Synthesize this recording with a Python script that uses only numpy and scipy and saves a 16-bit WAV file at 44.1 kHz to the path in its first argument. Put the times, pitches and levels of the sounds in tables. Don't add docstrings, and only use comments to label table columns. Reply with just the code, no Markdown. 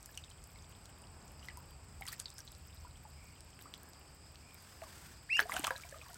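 import sys
import numpy as np
from scipy import signal
from scipy.fft import rfft, irfft, next_fast_len
from scipy.io import wavfile

SR = 44100
rng = np.random.default_rng(int(sys.argv[2]) if len(sys.argv) > 2 else 0)


def store_wav(level_fs):
    pcm = np.round(np.clip(np.atleast_2d(level_fs), -1, 1) * 32767)
    wavfile.write(sys.argv[1], SR, pcm.T.astype(np.int16))


N = 272097
TIME = np.arange(N) / SR
CUTOFF_HZ = 16000


# start_s, pitch_hz, peak_db, glide_share
CLEAR_BUBBLES = [ (0.0904, 1690, -52, 0.069), (.1756, 3070, -35.5, -0.48), (.2388, 3680, -43, .1),
                 (.313, 3200, -48, -0.15), (.5578, 2210, -51.5, -.15), (.6235, 6370, -51, 0),
                 (1.0194, 9050, -47.5, 0), (1.3946, 4930, -47, -0.043), (1.4283, 2968, -48.5, -0.19),
                 (1.4852, 2060, -36.5, -0.17), (1.5725, 976, -46, .1), (2.011, 805, -44, -.15),
                 (2.0216, 2280, -37.5, -0.5), (2.055, 2020, -46, -.15), (2.0775, 3200, -39, 0.12),
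                 (2.0846, 4600, -34, -.05), (2.086, 1116, -48, 0.36), (2.1287, 1680, -39.5, 1),
                 (2.2574, 4420, -32.5, 0.19), (2.282, 3650, -47, 0.13), (2.3882, 1590, -50, 0.053),
                 (2.4042, 5850, -39.5, -.15), (2.4768, 3740, -42, 0.79), (2.8485, 998, -47, -0.063),
                 (3.0512, 908, -48, -0.38), (3.6566, 1154, -46.5, 0.73), (4.8198, 673, -41.5, -0.23),
                 (4.836, 1206, -46.5, -0.46), (5.3694, 6720, -33, 0.14), (5.369, 1690, -36, 0.44),
                 (5.419, 413, -46, 0.16), (5.427, 4530, -37.5, .1), (5.455, 670, -41, 0.5),
                 (5.544, 640, -40, 0.6), (5.5645, 2860, -32.5, 0.31), (5.566, 1530, -31, -0.07),
                 (5.567, 732, -37, 0), (5.7062, 523, -39.5, 0.08), (5.7074, 995, -36, -0.18),
                 (5.7557, 1656, -41, 0), (5.7623, 4050, -36.5, -0.17), (5.8353, 2310, -43, 0.045),
                 (5.9239, 1677, -45, 0.3), (5.9245, 571, -46, -0.21), (5.9429, 1253, -46, -0.036),
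                 (5.957, 610, -49.5, 0.4), (6.0146, 2500, -43, 0.013), ]
# start_s, centre_hz, peak_db
DROP_IMPACTS = [ (.029, 7340, -39), (.0594, 8140, -33.5), (0.1752, 7450, -30.5), (1.2798, 6500, -42),
                (1.4856, 3820, -36.5), (1.5724, 8550, -35.5), (2.01, 9500, -35), (2.0668, 6900, -32.5),
                (2.1284, 7240, -33), (2.1998, 7200, -21), (2.3031, 6250, -36), (2.3827, 6400, -32),
                (2.3902, 8450, -37), (3.5912, 2090, -40.5), (3.6234, 10540, -35.5), (3.7393, 3740, -32.5),
                (3.8323, 11400, -36.5), (4.357, 3640, -41), (4.5445, 11700, -37.5), (4.8185, 1870, -39.5),
                (5.5398, 8000, -28), (5.7794, 8000, -34.5), (5.895, 6600, -38), (5.9857, 4550, -44),
                (6.144, 7080, -33), ]
def paddling(entry_db=-5, satellite_db=-14):
    out = np.zeros(N)
    for s, hz, db, glide in CLEAR_BUBBLES:
        add(out, s, from_db(db) * bubble(hz, 56 / hz, glide))
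        add(out, s, from_db(db + entry_db) * tick(min(1.2 * hz, CUTOFF_HZ / 2)))
        for delay, pitch in rng.random((3, 2)):
            satellite_hz = min(hz * (.8 + .8 * pitch), CUTOFF_HZ)
            satellite = bubble(satellite_hz, 34 / satellite_hz, glide, birth_cycles=0.89)
            add(out, s + delay * 42 / hz, from_db(db + satellite_db) * satellite)
    for s, hz, db in DROP_IMPACTS:
        add(out, s, from_db(db) * tick(hz))
    return out


def bubble(hz, t60_s, glide, birth_cycles=0.42):
    t = np.arange(int(t60_s * SR) + 2) / SR
    phase = 2 * np.pi * hz * (t + glide * t ** 2 / (2 * t60_s))
    envelope = from_db(-60 * t / t60_s) * (1 - np.exp(-t * hz / birth_cycles))
    return np.sin(phase) * envelope / envelope.max()


def tick(hz, spread=1.47, crack_s=0.00087, crack_db=-15, mist_s=0.015, mist_db=-34):
    t = np.arange(SR // 40) / SR
    envelope = from_db(crack_db) * np.exp(-t / crack_s) + from_db(mist_db) * np.exp(-t / mist_s)
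    hit = rng.standard_normal(len(t)) * envelope
    hit[0] = 1
    edges_hz = [hz / spread, min(hz * spread, CUTOFF_HZ)]
    band = signal.lfilter(*signal.butter(2, edges_hz, "band", fs=SR), hit)
    skirt = signal.lfilter(*signal.butter(1, [hz / 4, CUTOFF_HZ], "band", fs=SR), hit)
    sound = band + from_db(-15) * skirt
    return sound / np.abs(sound).max()


# start_s, cavity_hz, plop_db, slap_hz, slap_db, swell_s, churn_db
FOOT_KICKS = [ (5.3926, 1636, -12.5, 2800, -19.5, .005, -49),
              (5.4014, 1570, -20.5, 4600, -23.5, 0.01, -40.5), (5.4958, 1090, -30, 8000, -39, 0.0057, -61),
              (5.520, 2000, -26.5, 8000, -39, 0.023, -45), (5.566, 1400, -38, 8400, -25, 0.026, -47),
              (5.595, 292, -37.5, 8400, -26.5, .005, -56), (5.643, 920, -33.5, 3440, -23, 0.0074, -39),
              (5.6692, 1270, -26.5, 8200, -19.5, 0.0036, -39),
              (5.6783, 1090, -27.5, 5000, -46, 0.0068, -48.5),
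              (5.7068, 1560, -23.5, 7000, -47, 0.0061, -47), ]
def kicks(plop_cycles=18.4, longest_plop_s=0.031):
    out = np.zeros(N)
    for s, cavity_hz, plop_db, slap_hz, slap_db, _, _ in FOOT_KICKS:
        slap = tick(slap_hz, spread=1.36, crack_s=0.0011, crack_db=-19, mist_s=0.0075, mist_db=-32.5)
        ring_s = min(plop_cycles / cavity_hz, longest_plop_s)
        plop = bubble(cavity_hz, ring_s, glide=0.2, birth_cycles=0.48)
        add(out, s, from_db(slap_db) * slap)
        add(out, s, from_db(plop_db) * plop)
    return out


# frequency_hz, relative_db
GULP_SPECTRUM = [(140, -5.5), (280, 0.5), (600, -13)]
# peak_s, level_db
SPRAY_FLICKS = [(1.447, -56.5), (2.082, -44.5), (2.125, -47), (2.204, -52.5), (2.386, -60), (3.611, -59)]
def splashes(lag_s=0.0016, flick_swell_s=0.0079):
    out = np.zeros(N)
    sheet = from_db(-6) * noise([(1500, 19.5), (4000, 4), (8000, 0), (15000, 1)])
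    gulp = from_db(-17.5) * noise(GULP_SPECTRUM)
    for s, *_, swell_s, db in FOOT_KICKS:
        at = int(s * SR)
        churn = swarm(low_hz=605, high_hz=3200, cycles=19.5, range_db=26, count=160)
        splash = churn + gulp[at:at + len(churn)] + from_db(-3) * spray(sheet[at:])
        add_swell(out, s + lag_s, swell_s, from_db(db) * splash)
    for s, db in SPRAY_FLICKS:
        add_swell(out, s, flick_swell_s, from_db(db) * spray(sheet[int(s * SR):]))
    return out


def spray(sheet):
    drops = swarm(low_hz=2830, high_hz=14400, cycles=19, range_db=34, count=300)
    return rms_one(drops + sheet[:len(drops)])


def swarm(low_hz, high_hz, cycles, range_db, count):
    length = SR // 5
    out = np.zeros(length)
    for when, pitch, strength, glide in rng.random((count, 4)):
        hz = low_hz * (high_hz / low_hz) ** pitch
        at = int(when * length)
        ring = bubble(hz, cycles / hz, 0.33 * glide, birth_cycles=0.93)[:length - at]
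        out[at:at + len(ring)] += from_db(range_db * strength) * np.sqrt(hz) * ring
    return rms_one(out)


# time_s, activity_ratio (1 = busy)
PADDLING_ACTIVITY = [(0, 1.1), (1.1, .2), (1.5, 0.65), (1.8, .15), (2.1, 1.1), (2.8, 1.07), (3.1, .45),
                     (3.65, 0.69), (4.1, 0.16), (5.2, 0.16), (5.7, 1.74), (6.17, 1.5)]
def patter(gurgle_onset=1.1):
    activity, = in_time(PADDLING_ACTIVITY)
    churning = np.maximum(activity - gurgle_onset, 0)
    drops = droplets(60 * activity, low_hz=2660, high_hz=8000, cycles=20, floor_db=-59, range_db=9.5)
    fizz = droplets(75 * activity, low_hz=11200, high_hz=15800, cycles=11.7,
                    floor_db=-60.5, range_db=17.5)
    gurgles = droplets(110 * churning, low_hz=597, high_hz=2500, cycles=45, floor_db=-55.5, range_db=5)
    strays = taps(4 * activity ** 2, low_hz=4460, high_hz=10600, floor_db=-44, range_db=5.5)
    return drops + fizz + gurgles + strays


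def droplets(per_s, low_hz, high_hz, cycles, floor_db, range_db):
    out = np.zeros(N)
    for s, hz, strength in arrivals(per_s, low_hz, high_hz):
        ring = bubble(hz, cycles / hz, glide=0.021, birth_cycles=1.0)
        add(out, s, from_db(floor_db + range_db * strength ** 2) * ring)
    return out


def taps(per_s, low_hz, high_hz, floor_db, range_db):
    out = np.zeros(N)
    for s, hz, strength in arrivals(per_s, low_hz, high_hz):
        add(out, s, from_db(floor_db + range_db * strength) * tick(hz))
    return out


# time_s, pitch_hz, level_db
STRONG_SIDE = [(5.290, 1497, -53), (5.298, 2020, -45.5), (5.308, 2470, -32.5), (5.320, 2637, -31),
               (5.332, 2680, -27.5), (5.342, 2780, -35), (5.356, 2830, -25), (5.361, 2755, -29),
               (5.376, 2785, -36), (5.389, 3056, -34.5), (5.402, 3320, -49), (5.425, 3420, -62)]
WEAK_SIDE = [(5.310, 1674, -73), (5.340, 2180, -58), (5.353, 2430, -58), (5.372, 2630, -52),
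             (5.390, 2600, -59)]
STRONG_HARMONICS = [-2, -25.5, -35, -34, -47]
WEAK_HARMONICS = [7, -2, -11, -18]
def peep():
    strong = syrinx_side(STRONG_SIDE, STRONG_HARMONICS, jitter=0.0074, flutter_db=1.5)
    weak = syrinx_side(WEAK_SIDE, WEAK_HARMONICS, jitter=0.0105, flutter_db=5.5)
    return strong + weak


def syrinx_side(contour, harmonics_db, jitter, flutter_db):
    hz, db = in_time(contour)
    phase = 2 * np.pi * np.cumsum(hz * (1 + jitter * drift(400))) / SR
    gate = np.clip(np.minimum(TIME - contour[0][0], contour[-1][0] - TIME) / 0.0017, 0, 1)
    tone = sum(from_db(gain_db) * np.sin(k * phase) for k, gain_db in enumerate(harmonics_db, 1))
    return np.sqrt(2) * gate * from_db(db + flutter_db * drift(260)) * tone


def pool_walls(x, wet_db, first_s=0.0032, t60_s=0.14, dull_hz=4000):
    t = np.arange(SR // 4) / SR
    echoes = rng.standard_normal(len(t)) * from_db(-60 * t / t60_s) * (t > first_s)
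    echoes = signal.lfilter(*signal.butter(1, dull_hz, fs=SR), echoes / np.linalg.norm(echoes))
    return x + from_db(wet_db) * signal.fftconvolve(x, echoes)[:N]


# start_s, length_s, top_pitch_hz, arch_share, level_db
BIRD_CALLS = [(3.159, .19, 2333, 0.049, -65.5), (3.815, 0.1, 1734, .16, -67),
              (4.411, 0.186, 2400, 0.055, -65.5)]
def far_bird(blur_hz=330):
    out = np.zeros(N)
    for s, length_s, hz, arch, db in BIRD_CALLS:
        u = np.linspace(-1, 1, int(length_s * SR))
        paths = (drift(blur_hz) + 1j * drift(blur_hz))[:len(u)]
        whistle = np.exp(2j * np.pi * np.cumsum(hz * (1 - arch * u ** 2)) / SR)
        add(out, s, from_db(db) * np.sqrt(1 - u ** 2) * np.real(paths * whistle))
    return out


# peak_s, swell_s, level_db
RUSTLE_SWELLS = [(4.671, 0.2, -65), (5.01, 0.15, -58), (5.62, 0.19, -61.5), (6.08, 0.43, -64)]
# frequency_hz, relative_db
RUSTLE_SPECTRUM = [(300, -36), (900, -16), (1450, 4.5), (2500, -2.5), (4000, -3.5), (8000, -4.5),
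                   (15500, -10)]
def rustle(rest_db=-71, flicker_db=2.65):
    swells = sum(from_db(db) * np.exp(-((TIME - s) / swell_s) ** 2) for s, swell_s, db in RUSTLE_SWELLS)
    envelope = np.hypot(swells, from_db(rest_db)) * from_db(flicker_db * drift(110))
    return envelope * noise(RUSTLE_SPECTRUM)


# frequency_hz, relative_db
LOW_BAND = [(4000, -23), (4400, -13), (4750, -5), (5150, -5), (5400, -11.5), (5800, -23)]
HIGH_BAND = [(6500, -68), (7000, -5), (7300, -3), (7650, 1.5), (8000, 4), (8450, -4.5), (8900, -13),
             (9800, -43.5)]
# time_s, level_db
LOW_BAND_LEVEL = [(0.0, -71), (1.39, -69.5), (2.19, -69), (2.81, -67), (2.95, -71), (3.17, -68.5),
                  (3.3, -68.5), (5.25, -67)]
def insects():
    low_db, = in_time(LOW_BAND_LEVEL)
    low = chorus(LOW_BAND, swell_db=3.0, swell_hz=22, count=6)
    high = chorus(HIGH_BAND, swell_db=0.5, swell_hz=37, count=10)
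    return from_db(low_db - 0.5) * low + from_db(-68.5) * high


def chorus(spectrum, swell_db, swell_hz, count):
    size = next_fast_len(N, real=True)
    band = rfft(noise(spectrum), size)
    edges_hz = [spectrum[0][0], spectrum[-1][0]]
    owner = np.interp(np.fft.rfftfreq(size, 1 / SR), edges_hz, [0, count - 1]).round()
    voices = (irfft(band * (owner == k), size)[:N] for k in range(count))
    return rms_one(sum(voice * from_db(swell_db * drift(swell_hz)) for voice in voices))


# frequency_hz, relative_db
AIR_SPECTRUM = [(150, 8), (300, 3.5), (500, 0), (850, 1.5), (1300, -1.5), (1900, -11.5), (2600, -27.5),
                (4000, -38)]
HISS_SPECTRUM = [(500, -6), (2500, 23.5), (3600, 12.5), (6300, -9), (9000, 0.5), (11000, -3.5), (15500, -1)]
# time_s, level_db
AIR_COURSE = [(0.0, -67.5), (0.34, -67.5), (1.2, -63.5), (2.48, -68), (3.45, -67.5), (3.79, -64),
              (4.28, -68), (4.99, -65), (5.25, -69)]
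def air(gain_db=3, hiss_db=-71):
    air_db, = in_time(AIR_COURSE)
    return from_db(air_db + gain_db) * noise(AIR_SPECTRUM) + from_db(hiss_db) * noise(HISS_SPECTRUM)


# frequency_hz, relative_db
RUMBLE_SPECTRUM = [(22, -37), (36, -1), (60, 4), (80, 4), (108, 1), (138, -7), (170, -8), (300, -36.5)]
# pitch_hz, relative_db
HUM_TONES = [(75.4, -3), (138, -8.5)]
# time_s, level_db
RUMBLE_COURSE = [(0.1, -60.5), (0.62, -57), (0.65, -59.5), (2.07, -56), (2.31, -61.5), (2.94, -55.5),
                 (3.74, -62.5), (6.1, -60)]
def rumble(gain_db=1.03):
    rumble_db, = in_time(RUMBLE_COURSE)
    hum = sum(from_db(db + 2 * drift(7.1)) * np.sin(2 * np.pi * hz * TIME + 1.33 * drift(6))
              for hz, db in HUM_TONES)
    return from_db(rumble_db + gain_db) * rms_one(noise(RUMBLE_SPECTRUM) + hum)


def noise(spectrum):
    hz, db = np.transpose(spectrum)
    size = next_fast_len(N, real=True)
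    f = np.maximum(np.fft.rfftfreq(size, 1 / SR), 1)
    skirts = np.minimum(f / hz[0], 1) ** 3 * np.minimum(hz[-1] / f, 1) ** 3
    colour = skirts * from_db(np.interp(np.log(f), np.log(hz), db))
    return rms_one(irfft(rfft(rng.standard_normal(size)) * colour, size)[:N])


def arrivals(per_s, low_hz, high_hz):
    times = TIME[rng.random(N) < per_s / SR]
    pitch, strength = rng.random((len(times), 2)).T
    return zip(times, low_hz * (high_hz / low_hz) ** pitch, strength)


def drift(per_s):
    knots = rng.standard_normal(8192)
    return np.interp(TIME * per_s, np.arange(len(knots)), knots)


def add(out, s, sound):
    at = int(np.clip(round(s * SR), 0, N - 1))
    out[at:at + len(sound)] += sound[:N - at]


def add_swell(out, peak_s, swell_s, sound):
    t = (np.arange(len(sound)) - len(sound) // 3) / SR
    skewed = np.where(t < 0, 1.35 * t, t / 1.25)
    envelope = signal.windows.tukey(len(t), .3) / np.cosh(skewed / swell_s)
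    add(out, peak_s + t[0], envelope * sound)


def in_time(rows):
    s, *columns = np.transpose(rows)
    return [np.interp(TIME, s, column) for column in columns]


def from_db(db):
    return 10 ** (np.asarray(db) / 20)


def rms_one(x):
    return x / np.sqrt(np.mean(x ** 2) + 1e-20)


def scene():
    water = pool_walls(paddling() + kicks() + splashes() + patter(), wet_db=-11.5)
    call = pool_walls(peep(), wet_db=-12.5)
    return (water + call + far_bird() + rumble() + air() + insects() + rustle())[None]


# centre_hz, width_hz, gain_db
PORT_RESPONSE = [(8400, 610, 3.5), (10520, 1200, -6)]
def record(dry):
    for hz, width_hz, db in PORT_RESPONSE:
        band = signal.lfilter(*signal.iirpeak(hz, hz / width_hz, fs=SR), dry)
        dry = dry + (from_db(db) - 1) * band
    return signal.sosfilt(signal.ellip(10, .1, 80, CUTOFF_HZ, fs=SR, output="sos"), dry)


dry = scene()
out = record(dry)
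store_wav(out)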